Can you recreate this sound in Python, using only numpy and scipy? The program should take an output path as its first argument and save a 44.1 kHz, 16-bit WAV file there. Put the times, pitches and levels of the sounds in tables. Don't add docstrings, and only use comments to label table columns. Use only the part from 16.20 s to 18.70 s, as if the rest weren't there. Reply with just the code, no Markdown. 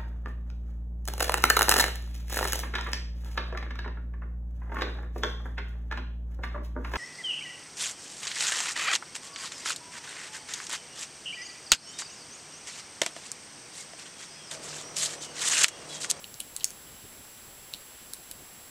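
import sys
import numpy as np
from scipy import signal
from scipy.fft import rfft, irfft
from scipy.io import wavfile
from scipy.ndimage import uniform_filter1d

SR = 44100
rng = np.random.default_rng(int(sys.argv[2]) if len(sys.argv) > 2 else 0)


def materialize(psi):
    bounded = np.clip(np.atleast_2d(psi).T, -1, 1)
    quanta = np.round(bounded * 32767).astype(np.int16)
    wavfile.write(sys.argv[1], SR, quanta)


def gain_from_db(level_db):
    decades = np.asarray(level_db, float) / 20
    return 10 ** decades


N = 110250


def convolve(x, h):
    return signal.fftconvolve(x, h)[:len(x)]


def ring(hz, t60, size=4096, turn=0):
    t = np.arange(size) / SR
    return np.sin(2 * np.pi * (hz * t + turn)) * np.exp(-np.log(1000) * t / t60)


def walk(rate):
    k = int(SR / rate)
    steps = np.repeat(rng.standard_normal(N // k + 1), k)
    drift = uniform_filter1d(uniform_filter1d(steps, k), k)[:N]
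    return drift / drift.std()


# frequency in Hz, level in dB per Hz.
HISS_SPECTRUM = [(20, -2.5), (60, 2), (250, -0.5), (900, -4.5), (3000, -6.5), (8300, -11), (13000, -12),
                 (16000, -13.5)]
# centre in Hz, width in Hz, gain in dB.
HOUSING_PEAKS = [
    (5470, 1000, 2),
    (10780, 1760, 8.5),
    (13000, 760, -2),
    (13900, 1000, 5),
]
CAMERA_TOP_HZ = 15775


def hiss():
    f = np.fft.rfftfreq(N, 1 / SR) + 1
    hz, level = np.array(HISS_SPECTRUM).T
    db = np.interp(np.log(f), np.log(hz), level)
    for centre, width, gain in HOUSING_PEAKS:
        db = db + gain * np.exp(-0.5 * ((f - centre) / (width / 2)) ** 2)
    spectrum = rfft(rng.standard_normal(N)) * gain_from_db(db) * (f < CAMERA_TOP_HZ)
    low = 1 / (1 + (f / 600) ** 4)
    swell = gain_from_db(2.2 * walk(50))
    x = irfft(spectrum * low, N) * swell + irfft(spectrum * (1 - low), N)
    return x * gain_from_db(-50) / x.std()


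def tone(cycles, db):
    return np.sqrt(2) * gain_from_db(db) * np.sin(2 * np.pi * cycles)


def whine():
    FRAME_HZ, LINE_HZ, SENSOR_HZ, CLOCK_HZ = 30, 15734.26, 7568.5, 11622.5
    SENSOR_RESET_S, LINE_FLIP_S = 0.0174, 0.0215
    t = np.arange(N) / SR
    sensor = SENSOR_HZ * ((t - SENSOR_RESET_S) % (1 / FRAME_HZ))
    flip = np.floor((t - LINE_FLIP_S) * LINE_HZ / 525) / 2
    x = tone(sensor, -57) + tone(2 * sensor, -61.5)
    x += tone(LINE_HZ / 2 * t + flip, -61)
    x += tone(LINE_HZ * t, -77) + tone(CLOCK_HZ * t, -72)
    return irfft(rfft(x) * (np.fft.rfftfreq(N, 1 / SR) < CAMERA_TOP_HZ), N)


# frequency in Hz, level in dB, t60 in seconds.
LOCK_MODES = [(1750, 3, 0.007), (2300, -5, 0.0066), (2992, 0.5, 0.017), (3950, 6, 0.0072),
              (4660, -1.5, 0.014), (5400, 3, 0.01), (6320, 5, 0.0083), (7100, -7.5, 0.028),
              (7800, 6, 0.0072), (8860, 3, 0.009), (10000, 4.5, 0.015), (11200, 1, 0.0088),
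              (13700, 5, 0.011), (14550, -1, .008)]


def slip(main_hz, second_hz, second_db):
    HOLD_S, GRIP_S, LEFT_DB = 0.0013, 0.00033, -12
    REACH_OCT = 0.26
    STRAY_DB, SCATTER_DB, DETUNE, LAG_CYCLES = -17, 1, 0.01, 1.3
    CRACK_DB, CRACK_S = -10.5, 0.00052
    hz, db, t60 = np.array(LOCK_MODES).T
    count = len(hz)
    t = np.arange(1024) / SR
    hard = np.clip(main_hz / 6000, 0, 1) ** 0.5
    near_main = np.exp(-0.5 * (np.log2(hz / main_hz) / REACH_OCT) ** 2)
    near_second = np.exp(-0.5 * (np.log2(hz / second_hz) / REACH_OCT) ** 2)
    share = near_main + gain_from_db(second_db) * near_second + gain_from_db(STRAY_DB) * hard
    gains = share * gain_from_db(db + SCATTER_DB * rng.standard_normal(count))
    bent = hz * (1 + DETUNE * rng.standard_normal(count))
    turns = 0.19 * np.arange(count) ** 2
    click = np.zeros(1024)
    for gain, f, decay, turn in zip(gains, bent, t60, turns):
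        build = 1 - np.exp(-t * f / LAG_CYCLES)
        click += gain * ring(f, decay, size=1024, turn=turn) * build
    choke = gain_from_db(LEFT_DB) + (1 - gain_from_db(LEFT_DB)) * np.exp(-np.clip(t - HOLD_S, 0, 1) / GRIP_S)
    click *= choke
    click /= np.abs(click).max()
    click[:128] += gain_from_db(CRACK_DB) * hard * rng.standard_normal(128) * np.exp(-t[:128] / CRACK_S)
    return click


# start in seconds, peak in dB, main ring in Hz, second ring in Hz,
# second ring in dB.
SLIPS = [(0.0421, -27, 3060, 3950, -12), (0.1416, -30, 6440, 4260, -2), (0.2004, -29, 10600, 4020, -4),
         (0.203, -18, 9600, 3160, 1.5), (.3640, -17.5, 8000, 4100, -4.5), (0.3989, -33, 4400, 7600, -10),
         (0.4074, -30, 3100, 4000, -9), (0.4335, -30.5, 3100, 5400, -3), (0.4435, -5.5, 7100, 5200, -10.5),
         (.5050, -27, 5900, 9500, -3), (1.533, -38, 3750, 3180, -3.5), (1.5374, -20, 3950, 3100, -16),
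         (1.9350, -19.5, 10000, 4700, 0), (2.1127, -22, 10000, 7800, -18), (.0500, -41, 3050, 3950, -12),
         (.4110, -36, 3300, 4500, -2), (.4546, -29, 6800, 8000, -3), (1.5457, -35, 3300, 4000, 0),
         (1.9455, -38, 10000, 8000, -3), (2.1140, -31, 3120, 4900, -4)]


def pick():
    out = np.zeros(N)
    for start, peak_db, main_hz, second_hz, second_db in SLIPS:
        at = int(start * SR)
        out[at:at + 1024] += gain_from_db(peak_db) * slip(main_hz, second_hz, second_db)
    return out


# delay in seconds, level in dB.
ECHOES_NEARBY = [(.0032, -20), (.0076, -13), (0.0115, -25), (.0120, -36), (.0172, -39), (.0225, -32)]


def room():
    START_S, T60_S, TAIL_DB, TOP_HZ, SMEAR_S = 0.012, 0.24, -18, 8750, 0.0005
    t = np.arange(SR // 2) / SR
    tail = rng.standard_normal(len(t)) * np.exp(-np.log(1000) * t / T60_S)
    tail *= np.clip(t / START_S, 0, 1) ** 2
    tail = signal.sosfilt(signal.butter(1, TOP_HZ, fs=SR, output="sos"), tail)
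    h = gain_from_db(TAIL_DB) * tail / np.sqrt(np.sum(tail ** 2))
    h[0] = 1
    for delay, db in ECHOES_NEARBY:
        at = int(delay * SR)
        smear = rng.standard_normal(96) * np.exp(-t[:96] / SMEAR_S)
        h[at:at + 96] += gain_from_db(db) * smear / np.sqrt(np.sum(smear ** 2))
    return h


# start in seconds, level in dB.
SHACKLE_SHAKES = [
    (.2055, -41),
    (0.411, -43),
    (1.539, -45),
]


def shackle():
    HZ, SPLIT_HZ, T60_S = 3070, 218, 0.056
    pair = ring(HZ, T60_S) + 0.93 * ring(HZ + SPLIT_HZ, T60_S)
    out = np.zeros(N)
    for start, db in SHACKLE_SHAKES:
        at = int(start * SR)
        out[at:at + len(pair)] += gain_from_db(db) * pair
    return out


def radiate(x):
    x = signal.sosfilt(signal.butter(2, 900, "high", fs=SR, output="sos"), x)
    return signal.sosfilt(signal.butter(10, 15600, fs=SR, output="sos"), x)


# start in seconds, length in seconds, rms level in dB.
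PIN_DRAGS = [
    (.64, .26, -64),
    (1.6, .31, -63),
]
# frequency in Hz, t60 in seconds, level in dB.
DRAG_MODES = [(3000, 0.015, -3), (3380, 0.0058, -5), (3900, 0.0035, -14)]


def drag():
    TICKS_PER_S, SCATTER_DB = 2500, 2
    t = np.arange(N) / SR
    ticks = (rng.random(N) < TICKS_PER_S / SR) * rng.standard_normal(N)
    ticks *= gain_from_db(SCATTER_DB * rng.exponential(size=N))
    x = convolve(ticks, sum(gain_from_db(db) * ring(hz, t60) for hz, t60, db in DRAG_MODES))
    push = np.zeros(N)
    for start, length, db in PIN_DRAGS:
        push += gain_from_db(db) * np.sin(np.pi * np.clip((t - start) / length, 0, 1)) ** 0.2
    return x / x.std() * push


def scene():
    lock = radiate(pick() + shackle()) + drag()
    mono = convolve(lock, room()) + hiss() + whine()
    return np.array([mono, mono])


def low_pass(x):
    return signal.sosfilt(signal.butter(12, 16990, fs=SR, output="sos"), x)


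def record(dry):
    return low_pass(dry)


dry = scene()
out = record(dry)
materialize(out)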